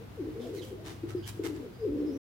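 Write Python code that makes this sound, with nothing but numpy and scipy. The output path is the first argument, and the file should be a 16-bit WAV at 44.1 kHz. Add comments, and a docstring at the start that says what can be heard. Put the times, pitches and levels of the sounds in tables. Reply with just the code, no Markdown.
"""Pigeons coo in turn on a walled rooftop beside their loft. Each coo is a low, almost pure tone that
breaks into a fast throaty flutter. Feathers and feet brush the concrete, and young birds squeak and
peep. Far off, a motor hums in the soft rumble of the town. The brick walls add a short ring."""
import sys
import numpy as np
from scipy import signal
from scipy.fft import rfft, irfft
from scipy.io import wavfile

SR = 44100
rng = np.random.default_rng(int(sys.argv[2]) if len(sys.argv) > 2 else 0)


def materialize(psi):
    """Save the field psi as 16-bit PCM at rate SR to the path in sys.argv[1].

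    A 1-D psi becomes a single channel; in a 2-D psi each row is a channel.
    """
    bounded = np.clip(np.atleast_2d(psi).T, -1, 1)
    quanta = np.round(bounded * 32767).astype(np.int16)
    wavfile.write(sys.argv[1], SR, quanta)


N = 98387
T = np.arange(N) / SR


def undb(db):
    """Turn decibels into a gain."""
    return 10 ** (np.asarray(db) / 20)


def unit(x):
    """Scale to an average (rms) size of 1."""
    return x / np.sqrt(np.mean(x ** 2))


def wander(rate):
    """A smooth random curve of size 1 that changes about rate times a second."""
    smoothing = np.exp(-(np.fft.rfftfreq(N, 1 / SR) / rate) ** 2)
    return unit(irfft(rfft(rng.standard_normal(N)) * smoothing, N))


def colour(x, points, tilt_db=0):
    """Filter by (frequency [Hz], level [dB]) points, tilted per octave, fading below the first."""
    hz, db = np.array(points, float).T
    f = np.fft.rfftfreq(N, 1 / SR) + 1
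    gain = undb(np.interp(np.log(f), np.log(hz), db) + tilt_db * np.log2(f / hz[0]))
    bass_cut = np.minimum(f / hz[0], 1) ** 2
    return unit(irfft(rfft(x) * gain * bass_cut, N))


def phase_of(hz):
    """Phase in radians of a moving pitch."""
    return 2 * np.pi * np.cumsum(hz) / SR


def tone(hz, waver, rate):
    """A pure tone whose pitch wanders by the fraction waver."""
    return np.sin(phase_of(hz * (1 + waver * wander(rate))))


def notes(table, waver=0.05):
    """Short soft tones that swell and fade."""
    return np.sqrt(2) * sum(undb(db) * np.exp(-((T - peak) / fade) ** 2) * tone(hz, waver, hz / 10)
                            for peak, hz, fade, db in table)


def place(x, pan_db):
    """Share a sound between the ears; positive is to the left."""
    return x * undb(np.array([[pan_db], [-pan_db]]) / 2)


def walls(x, wet_db, ring_s=0.48, gap_s=0.0079):
    """Sound bounces between the brick walls and leaves a short ring."""
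    t = T[:SR // 2]
    ring = rng.standard_normal((2, len(t))) * undb(-60 * t / ring_s) * (t > gap_s)
    ring /= np.sqrt(np.sum(ring ** 2, axis=1, keepdims=True))
    return x + undb(wet_db) * signal.fftconvolve(x.mean(0)[None], ring, axes=1)[:, :N]


def town():
    """Gently wavering town air: a rumble alike at both ears and a wide hiss."""
    # tone colour of the town (frequency [Hz], relative level [dB])
    spectrum = [(40, -15.5), (58, 5.5), (200, 2), (500, -10), (4000, -26.5), (8000, -36), (15500, -34)]
    middle, side = colour(rng.standard_normal((2, N)), spectrum)
    side = signal.sosfilt(signal.butter(1, 397, "high", fs=SR, output="sos"), side)
    level = undb(-49 + 0.5 * wander(8.9))
    return place(level * np.array([middle + side, middle - side]), pan_db=0.5)


def motor():
    """A far motor whose two low tones throb and swell, and a dull bump."""
    # swell of the hum (time [s], level [dB])
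    swell = [(0, -53.5), (0.98, -49.5), (1.08, -43), (1.6, -49.5), (1.7, -63), (1.9, -44.5), (2.17, -65.5)]
    # tones in the hum (pitch [Hz], relative level [dB])
    tones = [(102.3, -1), (123.5, -6.5)]
    # dull bump (peak time [s], pitch [Hz], fade [s], level [dB])
    bumps = [(1.924, 60, 0.018, -43.5)]
    hum = np.sqrt(2) * sum(undb(db) * tone(hz, waver=0.016, rate=6) for hz, db in tones)
    level = undb(np.interp(T, *np.array(swell).T))
    return place(level * hum + notes(bumps), pan_db=3)


def coo(curve, flutter_hz, roughness, break_s):
    """A pure tone breaks into uneven pulses, and the other side of the bird's voice box joins in."""
    times, pitches, levels = np.array(curve, float).T
    hz, db = np.interp(T, times, pitches), np.interp(T, times, levels)
    outside_s = np.maximum(np.maximum(times[0] - T, T - times[-1]), 0)
    loudness = np.sqrt(2) * undb(db - 0.5) * np.exp(-(outside_s / 0.0029) ** 2)
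    rough = roughness * (1 + np.tanh((T - break_s) / 0.0069)) / 2
    beat = phase_of(flutter_hz * (1 + 0.14 * wander(31)))
    beat -= np.interp(times[np.argmax(levels)], T, beat)  # a pulse falls on the strongest push
    depth = 0.6 * rough
    pulses = (1 + depth * np.cos(beat)) / np.sqrt(1 + depth ** 2 / 2)
    pulses *= undb(1.5 * rough * np.tanh(wander(70)))
    # each pulse lifts the pitch, then lets it sag
    bend = 0.1 * wander(54.2) + 0.085 * np.cos(beat) - 0.092 * np.sin(beat)
    phase = phase_of(hz * (1 + rough ** 2 * bend))
    second_voice = undb(-5.5) * tone(437.7, waver=0.05, rate=49.6)
    overtone = undb(-13) * np.sin(2 * phase)
    voice = np.sin(phase) + rough * (second_voice + overtone)
    # the swollen throat pouch muffles the overtone
    pouch = signal.butter(5, [210, 582], "band", fs=SR, output="sos")
    return signal.sosfiltfilt(pouch, loudness * pulses * voice)


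def pigeons():
    """Coos, the dying end of a coo at the start and faint far hoots; their echo off a side wall reaches one ear
    first."""
    # the path of each coo (time [s], pitch [Hz], level [dB])
    falling = [(0.178, 486, -44.5), (0.208, 340, -31), (0.228, 264, -40.5), (0.28, 343.7, -35),
               (0.32, 273, -49)]
    rolling = [(0.345, 378.6, -44.5), (0.435, 347, -50.5), (0.49, 345.1, -41.5), (0.535, 367.3, -40),
               (0.6, 356.8, -38.5), (0.66, 325, -53)]
    deep = [(0.37, 224.6, -47.5), (0.45, 251, -43), (0.5, 255, -54)]
    upper = [(0.36, 441.7, -43), (0.405, 462.6, -39), (0.435, 454.5, -51), (0.465, 466.5, -41),
             (0.55, 409.2, -52.5), (0.66, 530, -52), (0.75, 483, -52.5)]
    trailing = [(0.71, 380, -44.5), (0.73, 363.4, -39), (0.79, 337.5, -53.5), (0.9, 322.8, -45.5),
                (1.02, 340, -69)]
    short = [(1.031, 347.2, -50), (1.039, 323, -28.5), (1.058, 351, -38), (1.115, 333.4, -45)]
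    short_loud = [(1.142, 347.6, -68), (1.151, 355, -25.5), (1.165, 363.4, -37), (1.202, 333.6, -36),
                  (1.225, 368, -48.5)]
    purring = [(1.35, 330, -51), (1.389, 348, -48.5), (1.398, 354, -29.5), (1.425, 361.7, -41.5),
               (1.45, 343.8, -32.5), (1.58, 317.3, -42), (1.67, 215, -47)]
    answer = [(1.585, 339, -55.5), (1.648, 460.4, -41.5), (1.672, 361, -47), (1.72, 335, -54)]
    long = [(1.78, 479.5, -62), (1.82, 453.2, -35), (1.852, 410, -27.5), (1.872, 385.7, -29.5),
            (1.892, 288.7, -34), (2.035, 295.2, -33), (2.176, 274.5, -35)]
    # short soft notes: the dying end of a coo as the sound begins, then two faint far hoots (peak time [s],
    # pitch [Hz], fade [s], level [dB])
    soft_notes = [(0.02, 421, 0.018, -45.5), (0.465, 653.3, 0.03, -51), (0.8, 675, 0.025, -53.5)]
    voices = (coo(falling, flutter_hz=62, roughness=0.8, break_s=0.235)
              + coo(rolling, 74, 0.85, 0.3)
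              + coo(deep, 55, 0.15, 0.3)
              + coo(upper, 53, 0.45, 0.3)
              + coo(trailing, 72, 0.7, 0.71)
              + coo(short, 54, 0.45, 1.045)
              + coo(short_loud, 50, 0.2, 1.16)
              + coo(purring, 43.5, 0.75, 1.3)
              + coo(answer, 70, 0.55, 1.58)
              + coo(long, 70, 0.72, 1.846)
              + notes(soft_notes))
    echo = np.array([np.interp(T - lag_s, T, voices, left=0) for lag_s in (0.0159, 0.01648)])
    return walls(place(voices + undb(-11) * echo, pan_db=3), wet_db=-10)


def young_birds():
    """Hoarse sliding squeaks shaped by the beak, and thin far peeps."""
    # squeaks (start [s], length [s], start pitch [Hz], end pitch [Hz], level before the beak [dB])
    squeaks = [(0.382, 0.1, 1964, 1408, -60), (0.558, 0.06, 2240, 1863, -52.5),
               (0.611, .034, 1685, 1546, -52.5), (1.219, 0.067, 1548, 1606, -54.5)]
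    # peeps (peak time [s], pitch [Hz], level [dB])
    peeps = [(1.185, 4900, -68), (1.755, 4880, -73), (1.821, 4910, -68), (2.002, 5380, -73),
             (2.088, 5210, -65), (2.15, 5810, -67.5)]
    rasp_hz, beak_hz, beak_db_per_octave = 207, 3200, -17
    out = notes([(peak, hz, 0.027, db) for peak, hz, db in peeps], waver=0.025)
    for start, length, from_hz, to_hz, db in squeaks:
        progress = np.clip((T - start) / length, 0, 1)
        hz = from_hz + (to_hz - from_hz) * progress
        for k in range(1, 5):  # the pitch and three overtones
            beak_db = beak_db_per_octave * np.abs(np.log2(k * hz / beak_hz))
            phase = phase_of(k * hz)
            rasp = wander(k * rasp_hz) * np.sin(phase) + wander(k * rasp_hz) * np.cos(phase)
            out += undb(db + beak_db) * np.sin(np.pi * progress) * rasp
    return walls(place(out, pan_db=-10.5), wet_db=-2.5)


def brushes():
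    """Feathers and feet brush the concrete in swells of tiny scratches."""
    # strokes (peak time [s], fade [s], level [dB], treble tilt [dB per octave])
    strokes = [(0.418, 0.18, -59.5, 2.5), (0.557, 0.043, -51.5, 3), (0.634, 0.082, -55, 4.5),
               (0.867, 0.066, -46, 0.5), (1.101, 0.031, -50.5, 0.5), (1.281, 0.025, -42, 4),
               (1.456, 0.034, -41.5, 1), (1.561, 0.026, -55, -0.5)]
    # tone colour of a stroke (frequency [Hz], relative level [dB])
    spectrum = [(410, -9), (680, 2.5), (2000, -1), (5360, -7.5), (15500, -19.5)]
    scratches_per_s, rise_s = 1700, 0.016
    hz, colour_db = np.array(spectrum).T
    fine_hz = np.linspace(hz[0], hz[-1], 120)
    smooth_db = np.interp(np.log(fine_hz), np.log(hz), colour_db)
    out = 0
    for peak, fade, db, tilt in strokes:
        scratches = (rng.random((3, N)) < scratches_per_s / SR) * rng.standard_normal((3, N))
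        scratches *= undb(4.5 * np.tanh(rng.standard_normal((3, N))))
        ears = scratches[:2] + 0.32 * scratches[2]  # some scratches reach both ears
        swell = np.exp(-(np.abs(T - peak) / np.where(T < peak, rise_s, fade)) ** 1.8)
        uneven_db = smooth_db + 2.5 * rng.standard_normal(len(fine_hz))  # each stroke rings its own way
        out += undb(db) * swell * colour(ears, np.c_[fine_hz, uneven_db], tilt)
    return walls(place(out, pan_db=-2), wet_db=-6.5)


def scene():
    """The birds on the rooftop, with the town behind them."""
    return pigeons() + brushes() + young_birds() + motor() + town()


def record(dry):
    """End the sound with a quick fade and cut the highest treble."""
    end_s, top_hz = 2.178, 15850
    fade = np.clip((end_s - T) / 0.004, 0, 1)
    return signal.sosfilt(signal.ellip(10, 0.2, 80, top_hz, fs=SR, output="sos"), dry * fade)


dry = scene()
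out = record(dry)
materialize(out)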